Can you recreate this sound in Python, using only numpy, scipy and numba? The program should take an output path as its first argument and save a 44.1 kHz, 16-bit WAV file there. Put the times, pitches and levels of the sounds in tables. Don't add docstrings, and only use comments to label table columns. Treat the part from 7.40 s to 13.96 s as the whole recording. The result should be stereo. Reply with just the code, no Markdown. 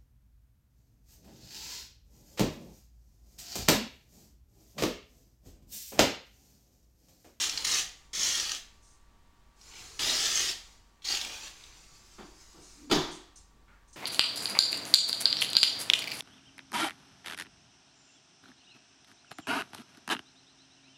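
import sys
import numpy as np
from scipy import signal
from scipy.fft import rfft, irfft
from scipy.io import wavfile
from scipy.ndimage import uniform_filter1d
from numba import njit

SR = 44100
rng = np.random.default_rng(int(sys.argv[2]) if len(sys.argv) > 2 else 0)


def master_out(mix):
    frames = np.transpose(np.atleast_2d(mix))
    ceiling = np.clip(frames, -1, 1)
    pcm = np.round(ceiling * 32767).astype(np.int16)
    wavfile.write(sys.argv[1], SR, pcm)


N = 289281
TIME = np.arange(N) / SR

# pitch_hz, level_db
JET_TONE = [(500, -27.5), (1000, -15), (1290, -11), (1450, -14.5), (1850, -3), (2350, -7), (3150, 0),
            (4300, -1.5), (5400, -0.5), (6650, 0), (8000, -7), (9100, -10.5), (12000, -17), (15800, -21.5)]


def amp(db):
    return 10 ** (np.asarray(db) / 20)


def unit(x):
    return x / np.sqrt(np.mean(x ** 2))


def noise():
    return rng.standard_normal(N)


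def wander(per_s):
    step = int(SR / per_s)
    stairs = np.repeat(noise()[:N // step + 1], step)
    return unit(uniform_filter1d(stairs, step)[:N])


def gate(start, stop, rise_s, fall_s):
    return np.clip((TIME - start) / rise_s, 0, 1) * np.exp(-np.maximum(TIME - stop, 0) / fall_s)


def burst(start, length):
    age = np.clip(2 * (TIME - start) / length, 0, 60)
    return age * np.exp(1 - age)


def look_up(table, hz):
    pitches, values = np.transpose(table)
    return np.interp(np.log(np.maximum(hz, 1)), np.log(pitches), values)


def colour(x, tone, size=2048):
    cepstrum = irfft(np.log(amp(look_up(tone, np.fft.rfftfreq(size, 1 / SR)))))
    cepstrum[1:size // 2] *= 2
    cepstrum[size // 2 + 1:] = 0
    response = irfft(np.exp(rfft(cepstrum)))
    return signal.oaconvolve(x, response / np.linalg.norm(response))[:N]


@njit
def band_pass(x, tuning, damping):
    out, band, low = np.empty(len(x)), 0., 0.
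    for i in range(len(x)):
        g, k = tuning[i], damping[i]
        now = (band + g * (x[i] + 1e-18 - low)) / (1 + g * (g + k))
        band, low, out[i] = 2 * now - band, low + 2 * g * now, k * now
    return out


def resonate(x, hz, width_hz):
    hz = np.clip(hz, 1, SR / 3) * np.ones(len(x))
    return band_pass(x, np.tan(np.pi * hz / SR), width_hz / hz) * np.sqrt(SR / np.pi / width_hz)


def room(x, decay_scale, onset_s):
    # pitch_hz, decay_s
    decay_times = [(100, 0.43), (500, 0.49), (2000, 0.62), (4000, 0.51), (8000, 0.38), (15000, 0.37)]
    hz, _, cells = signal.stft(rng.standard_normal((2, SR)), SR, nperseg=256)
    apart = np.pi / 4 * np.minimum(hz / 420, 1)[:, None] ** 1.5
    mid, side = np.cos(apart) * cells[0], np.sin(apart) * cells[1]
    decay_s = decay_scale * look_up(decay_times, hz)[:, None]
    fade = np.exp(-np.log(1000) * np.linspace(0, 1, cells.shape[-1]) / decay_s)
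    tail = signal.istft(np.array([mid + side, mid - side]) * fade, SR)[1][:, :SR]
    tail *= 1 - np.exp(-TIME[:SR] / onset_s)
    tail /= np.linalg.norm(tail, axis=1, keepdims=True)
    return signal.fftconvolve(x[None], tail, axes=1)[:, :N]


def valve(dribble_db=-11, sag_db_per_s=21, drying_db_per_s=16, after_db=-15.5, after_db_per_s=67.5):
    # press_s, shut_s, level_db, swell_s, swell_db, hold_s, fade_db_per_s,
    # splatter_db, whistle_db, top_hz, arch_octaves
    presses = [(0.0, 0.261, -27.5, 0.001, -10, 0.034, 190, -18, -12, 6000, 0.074),
               (0.266, 0.426, -27, 0.065, 0.5, 0.059, 265, -19, -5, 6230, 0.23),
               (0.731, 1.167, -26.5, 0.098, 6.5, 0.057, 49.5, -19, 0, 6280, 0.03),
               (2.591, 3.112, -28.5, 0.013, 2, 0.46, 80.5, -12.5, -4, 6400, 0.89),
               (3.62, 3.648, -52.5, 0.003, 1, 0.02, 55.5, -22, 4, 3440, 0.058),
               (3.644, 4.08, -28.5, 0.061, 11, 0.025, 297.5, -17.5, 0, 4820, 0.055)]
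    clearest = 0.66
    choke_db, choke_octaves = -7.5, 0.88
    flow, dribble, after_hiss = np.zeros((3, N))
    tone = np.zeros((3, N))
    for press, shut, db, swell, swell_db, hold, fade, splatter_db, whistle_db, top_hz, arch in presses:
        age = np.clip(TIME - press, 0, shut - press)
        eased_s = np.maximum(age - swell - hold, 0)
        fall_db = np.maximum(-fade * eased_s, dribble_db - sag_db_per_s * eased_s)
        strength = amp(db - swell_db * np.maximum(1 - age / swell, 0) + fall_db)
        choked = np.minimum(fall_db / dribble_db, 1) ** 2
        jet = strength * gate(press, shut, rise_s=0.00067, fall_s=0.01)
        flow += jet
        dribble += jet * choked
        shut_for_s = np.maximum(TIME - shut, 0)
        after_hiss += strength * (TIME > shut) * amp(after_db - after_db_per_s * shut_for_s)
        clogged = np.cos(np.pi / 2 * age / (shut - press) / clearest) ** 2
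        hz = top_hz * 2 ** (-arch * clogged - choke_octaves * choked)
        wet_db = splatter_db - 0.7828 * fall_db - drying_db_per_s * age
        tone = np.where(TIME >= press, [wet_db, whistle_db + choke_db * choked, hz], tone)
    return flow, dribble, after_hiss, *tone


def bubbles(per_s, spread_db, pop_s):
    sizes = amp(spread_db * np.minimum(rng.exponential(size=N), 4))
    pops = (rng.random(N) < per_s / SR) * sizes
    fading_power = signal.lfilter([1], [1, -np.exp(-2 / (pop_s * SR))], pops ** 2)
    return unit(noise() * np.sqrt(fading_power))


def spray(flow, wet_db, whistle_db, nozzle_hz, flutter_db=0.78):
    # pitch_hz, level_db
    splatter_tone = [(60, -11), (140, -9.5), (250, -2), (480, -4.5), (720, 3), (1100, -5), (1450, -5),
                     (2500, -18)]
    flow = flow * amp(1 + flutter_db * wander(90))
    jet = colour(amp(-3) * noise() + amp(-5) * bubbles(per_s=500, spread_db=0.5, pop_s=0.0021), JET_TONE)
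    splatter = amp(wet_db - 1) * colour(bubbles(per_s=600, spread_db=-0.5, pop_s=0.0015), splatter_tone)
    share = amp(whistle_db - 1)
    whistling_jet = (jet + share * whistle(nozzle_hz)) / np.sqrt(1 + share ** 2)
    return flow * (whistling_jet + splatter)


def whistle(hz, waver=0.026):
    hz = hz * (1 + waver * wander(50))
    ring = resonate(bubbles(per_s=1900, spread_db=6.5, pop_s=0.0012), hz, width_hz=480)
    return unit(resonate(ring, hz, width_hz=8200))


def spits(dribble, spit_s=0.0018, sputter_per_s=45, sputter_hz=3810):
    # start_s, level_db, pitch_hz
    big_pockets = [(0.043, -30, 5600), (0.095, -23.5, 5860), (0.175, -23, 4840), (0.244, -24.5, 4800),
                   (0.248, -17, 5000), (0.253, -21, 5020), (0.998, -24, 3230), (1.093, -26, 4730),
                   (1.117, -22.5, 6160), (1.148, -27.5, 3300), (2.213, -47, 5100), (3.093, -26.5, 4830),
                   (3.651, -34.5, 4540), (3.749, -20, 3200), (3.771, -22.5, 2830), (3.813, -25, 3300),
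                   (3.848, -25.5, 2730), (4.238, -43.5, 4000)]
    small_pockets = (rng.random(N) < sputter_per_s / SR) * dribble * amp(3)
    sputter = signal.oaconvolve(small_pockets, burst(0, spit_s)[:SR // 10])[:N]
    big_spits = [(amp(db) * burst(start, spit_s), hz) for start, db, hz in big_pockets]
    puffs, rings = 0, 0
    for swell, hz in [(sputter, sputter_hz)] + big_spits:
        puff = swell * np.sign(noise())
        puffs += puff
        rings += resonate(puff, hz, width_hz=490)
    return colour(amp(-2) * puffs + amp(-11) * rings, JET_TONE)


def seep(after_hiss):
    # start_s, stop_s, swell_s, hiss_db, fizz_peak_s, fizz_spread_s, fizz_db
    leaks = [(2.149, 2.584, 0.16, -49.5, 2.395, 0.068, -47.5),
             (4.007, 5.437, 0.061, -57.5, 4.25, 0.18, -56.5)]
    # pitch_hz, level_db
    hiss_tone = [(400, -10.5), (1400, -11), (3000, -12.5), (4300, -6.5), (6800, -2.5), (7900, -8),
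                 (8700, -12.5), (12000, -19), (15800, -25.5)]
    # pitch_hz, level_db
    fizz_tone = [(240, -5), (500, -12), (750, 4.5), (1350, -16.5), (1900, 1.5), (3300, 3), (5000, -0.5),
                 (9000, -24.5)]
    gas, foam = after_hiss, amp(-4) * after_hiss
    for start, stop, swell, hiss_db, peak, spread, fizz_db in leaks:
        leak = gate(start, stop, swell, fall_s=0.056)
        gas = gas + leak * amp(hiss_db)
        foam = foam + leak * amp(fizz_db) / (1 + ((TIME - peak) / spread) ** 2)
    hiss = amp(-1 + wander(35)) * colour(noise(), hiss_tone)
    fizz = amp(-3) * colour(bubbles(per_s=900, spread_db=2.5, pop_s=0.0008), fizz_tone)
    return gas * hiss + foam * fizz


def can():
    flow, dribble, after_hiss, wet_db, whistle_db, nozzle_hz = valve()
    return spray(flow, wet_db, whistle_db, nozzle_hz) + spits(dribble) + seep(after_hiss)


def at_the_table(x, bounces=6, drift=0.0725):
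    bounced = np.zeros((2, N))
    for ear in bounced:
        for delay_s in rng.uniform(0.0003, 0.004, bounces):
            moving_delay_s = delay_s * (1 + drift * wander(5))
            ear += np.interp(TIME - moving_delay_s, TIME, x, left=0) / np.sqrt(bounces)
    direct = np.array([np.roll(x, 2), x])
    near = amp([[-1], [-4.5]]) * direct + amp([[-0.2], [-3.2]]) * bounced
    turn = 2 * np.pi * TIME + wander(6)
    echo = sum(room(x * aim, decay_scale=0.73, onset_s=0.0013) for aim in (np.cos(turn), np.sin(turn)))
    return near + amp([[-2], [-4]]) * echo


def background(air_db=-62):
    # pitch_hz, level_db
    air_tone = [(20, 0.5), (32, -8.5), (50, -5), (70, -5), (104, -13), (250, -17), (550, -25), (900, -22),
                (2000, -28.5), (4000, -31.5), (7500, -35.5), (10000, -43), (15800, -45)]
    # pitch_hz, level_db, waver_hz
    notes = [(45.04, -65, 1.9), (937, -80, 3.2), (1153, -76.5, 2.5), (1840, -85, 1.9)]
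    mid, side = (amp(air_db) * colour(noise(), air_tone, size=8192) for _ in range(2))
    side = amp(-2) * signal.sosfilt(signal.butter(1, 450, "high", fs=SR, output="sos"), side)
    hum = 0
    for hz, db, waver_hz in notes:
        level = amp(db + wander(13))
        phase = 2 * np.pi * np.cumsum(hz + waver_hz * wander(25)) / SR
        hum += level * unit(np.sin(phase))
    return mid + hum + np.array([side, -side])


def rustles():
    # start_s, length_s, level_db, pitch_hz
    brushes = [(1.417, 0.16, -57, 7200), (5.193, 0.24, -53.5, 7050), (5.706, 0.071, -45, 7160),
               (5.954, 0.04, -47, 6820), (6.13, 0.076, -61.5, 256), (6.27, 0.1, -58, 1450),
               (6.278, 0.078, -64.5, 251), (6.474, 0.046, -58.5, 7000), (6.527, 0.022, -46.5, 7000)]
    cloth = 0
    for start, length, db, hz in brushes:
        width_hz = 0.88 * hz
        progress = np.clip((TIME - start) / length, 0, 1)
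        stroke = np.minimum(progress / 0.1, 1) * np.sqrt(1 - progress)
        cloth += amp(db) * stroke * unit(resonate(resonate(noise(), hz, width_hz), hz, width_hz))
    cloth = signal.sosfilt(signal.butter(3, 9000, fs=SR, output="sos"), cloth)
    near = amp(-3) * room(cloth, decay_scale=0.051, onset_s=0.0014)
    return near + amp(-4) * room(cloth, decay_scale=1, onset_s=0.0047)


def door(hinge_hz=285, shudder_db=-12):
    # start_s, thud_db, rattle_db, contact_s
    blows = [(4.779, -47, -42.5, 0.03), (5.138, -55, -51.5, 0.051), (5.496, -34.5, -36, 0.012),
             (5.51, -21, -18.5, 0.0097), (5.524, -25.5, -19.5, 0.0052), (5.542, -23.5, -28.5, 0.021)]
    # pitch_hz, level_db, decay_s
    panel_notes = [(109.4, -14.5, 0.84), (160.5, 1, 0.37), (205, -12.5, 0.18), (291, -4.5, 0.31),
                   (301, 5.5, 0.18), (334, 5, 0.24), (350.8, 4, 0.26), (374.3, 2, 0.41), (400, -13.5, 0.48),
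                   (730, -12, 0.17)]
    # pitch_hz, level_db
    rattle_tone = [(30, 6), (85, -10), (330, 7.5), (500, -6), (750, 1), (1250, -2.5), (1800, -7),
                   (2500, -10), (3400, 0), (4700, -4), (5400, -7.5), (6700, -6), (8200, -21.5),
                   (15800, -30.5)]
    # time_s, level_db
    groan_levels = [(5.35, -68), (5.41, -56.5), (5.5, -50.5)]
    t = TIME[:SR]
    panel = sum(amp(db) * np.cos(2 * np.pi * hz * t) * np.exp(-np.log(1000) * t / decay_s)
                for hz, db, decay_s in panel_notes)
    push, knock = 0, 0
    for start, thud_db, rattle_db, contact_s in blows:
        shudder = amp(shudder_db) * gate(start, start + contact_s, contact_s, fall_s=0.08)
        force = burst(start, contact_s) + shudder
        top_hz = 11300 * (0.012 / contact_s) ** 1.75
        soften = signal.butter(2, min(top_hz, SR / 3), fs=SR, output="sos")
        push += amp(thud_db) * force * noise()
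        knock += amp(rattle_db) * force * signal.sosfilt(soften, noise())
    boom = signal.fftconvolve(push, panel / np.linalg.norm(panel))[:N]
    rattle = colour(knock, rattle_tone)
    swing_s, groan_db = np.transpose(groan_levels)
    swing = gate(swing_s[0], swing_s[-1], rise_s=0.016, fall_s=0.02)
    swing *= amp(np.interp(TIME, swing_s, groan_db))
    groan = swing * unit(resonate(resonate(noise(), hinge_hz, width_hz=62), hinge_hz, width_hz=120))
    echo = amp(-9) * room(boom, decay_scale=0.46, onset_s=0.0059)
    echo += amp(-3) * room(rattle, decay_scale=0.93, onset_s=0.00089)
    near = amp(-0.5) * room(rattle, decay_scale=0.019, onset_s=0.0017)
    return amp(-3) * boom + groan + amp([[1.2], [-1.2]]) * (echo + near)


def scene():
    return rustles() + at_the_table(can()) + door() + background()


def record(dry, top_hz=15850):
    return signal.sosfilt(signal.ellip(10, 0.2, 70, top_hz, fs=SR, output="sos"), dry)


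dry = scene()
out = record(dry)
master_out(out)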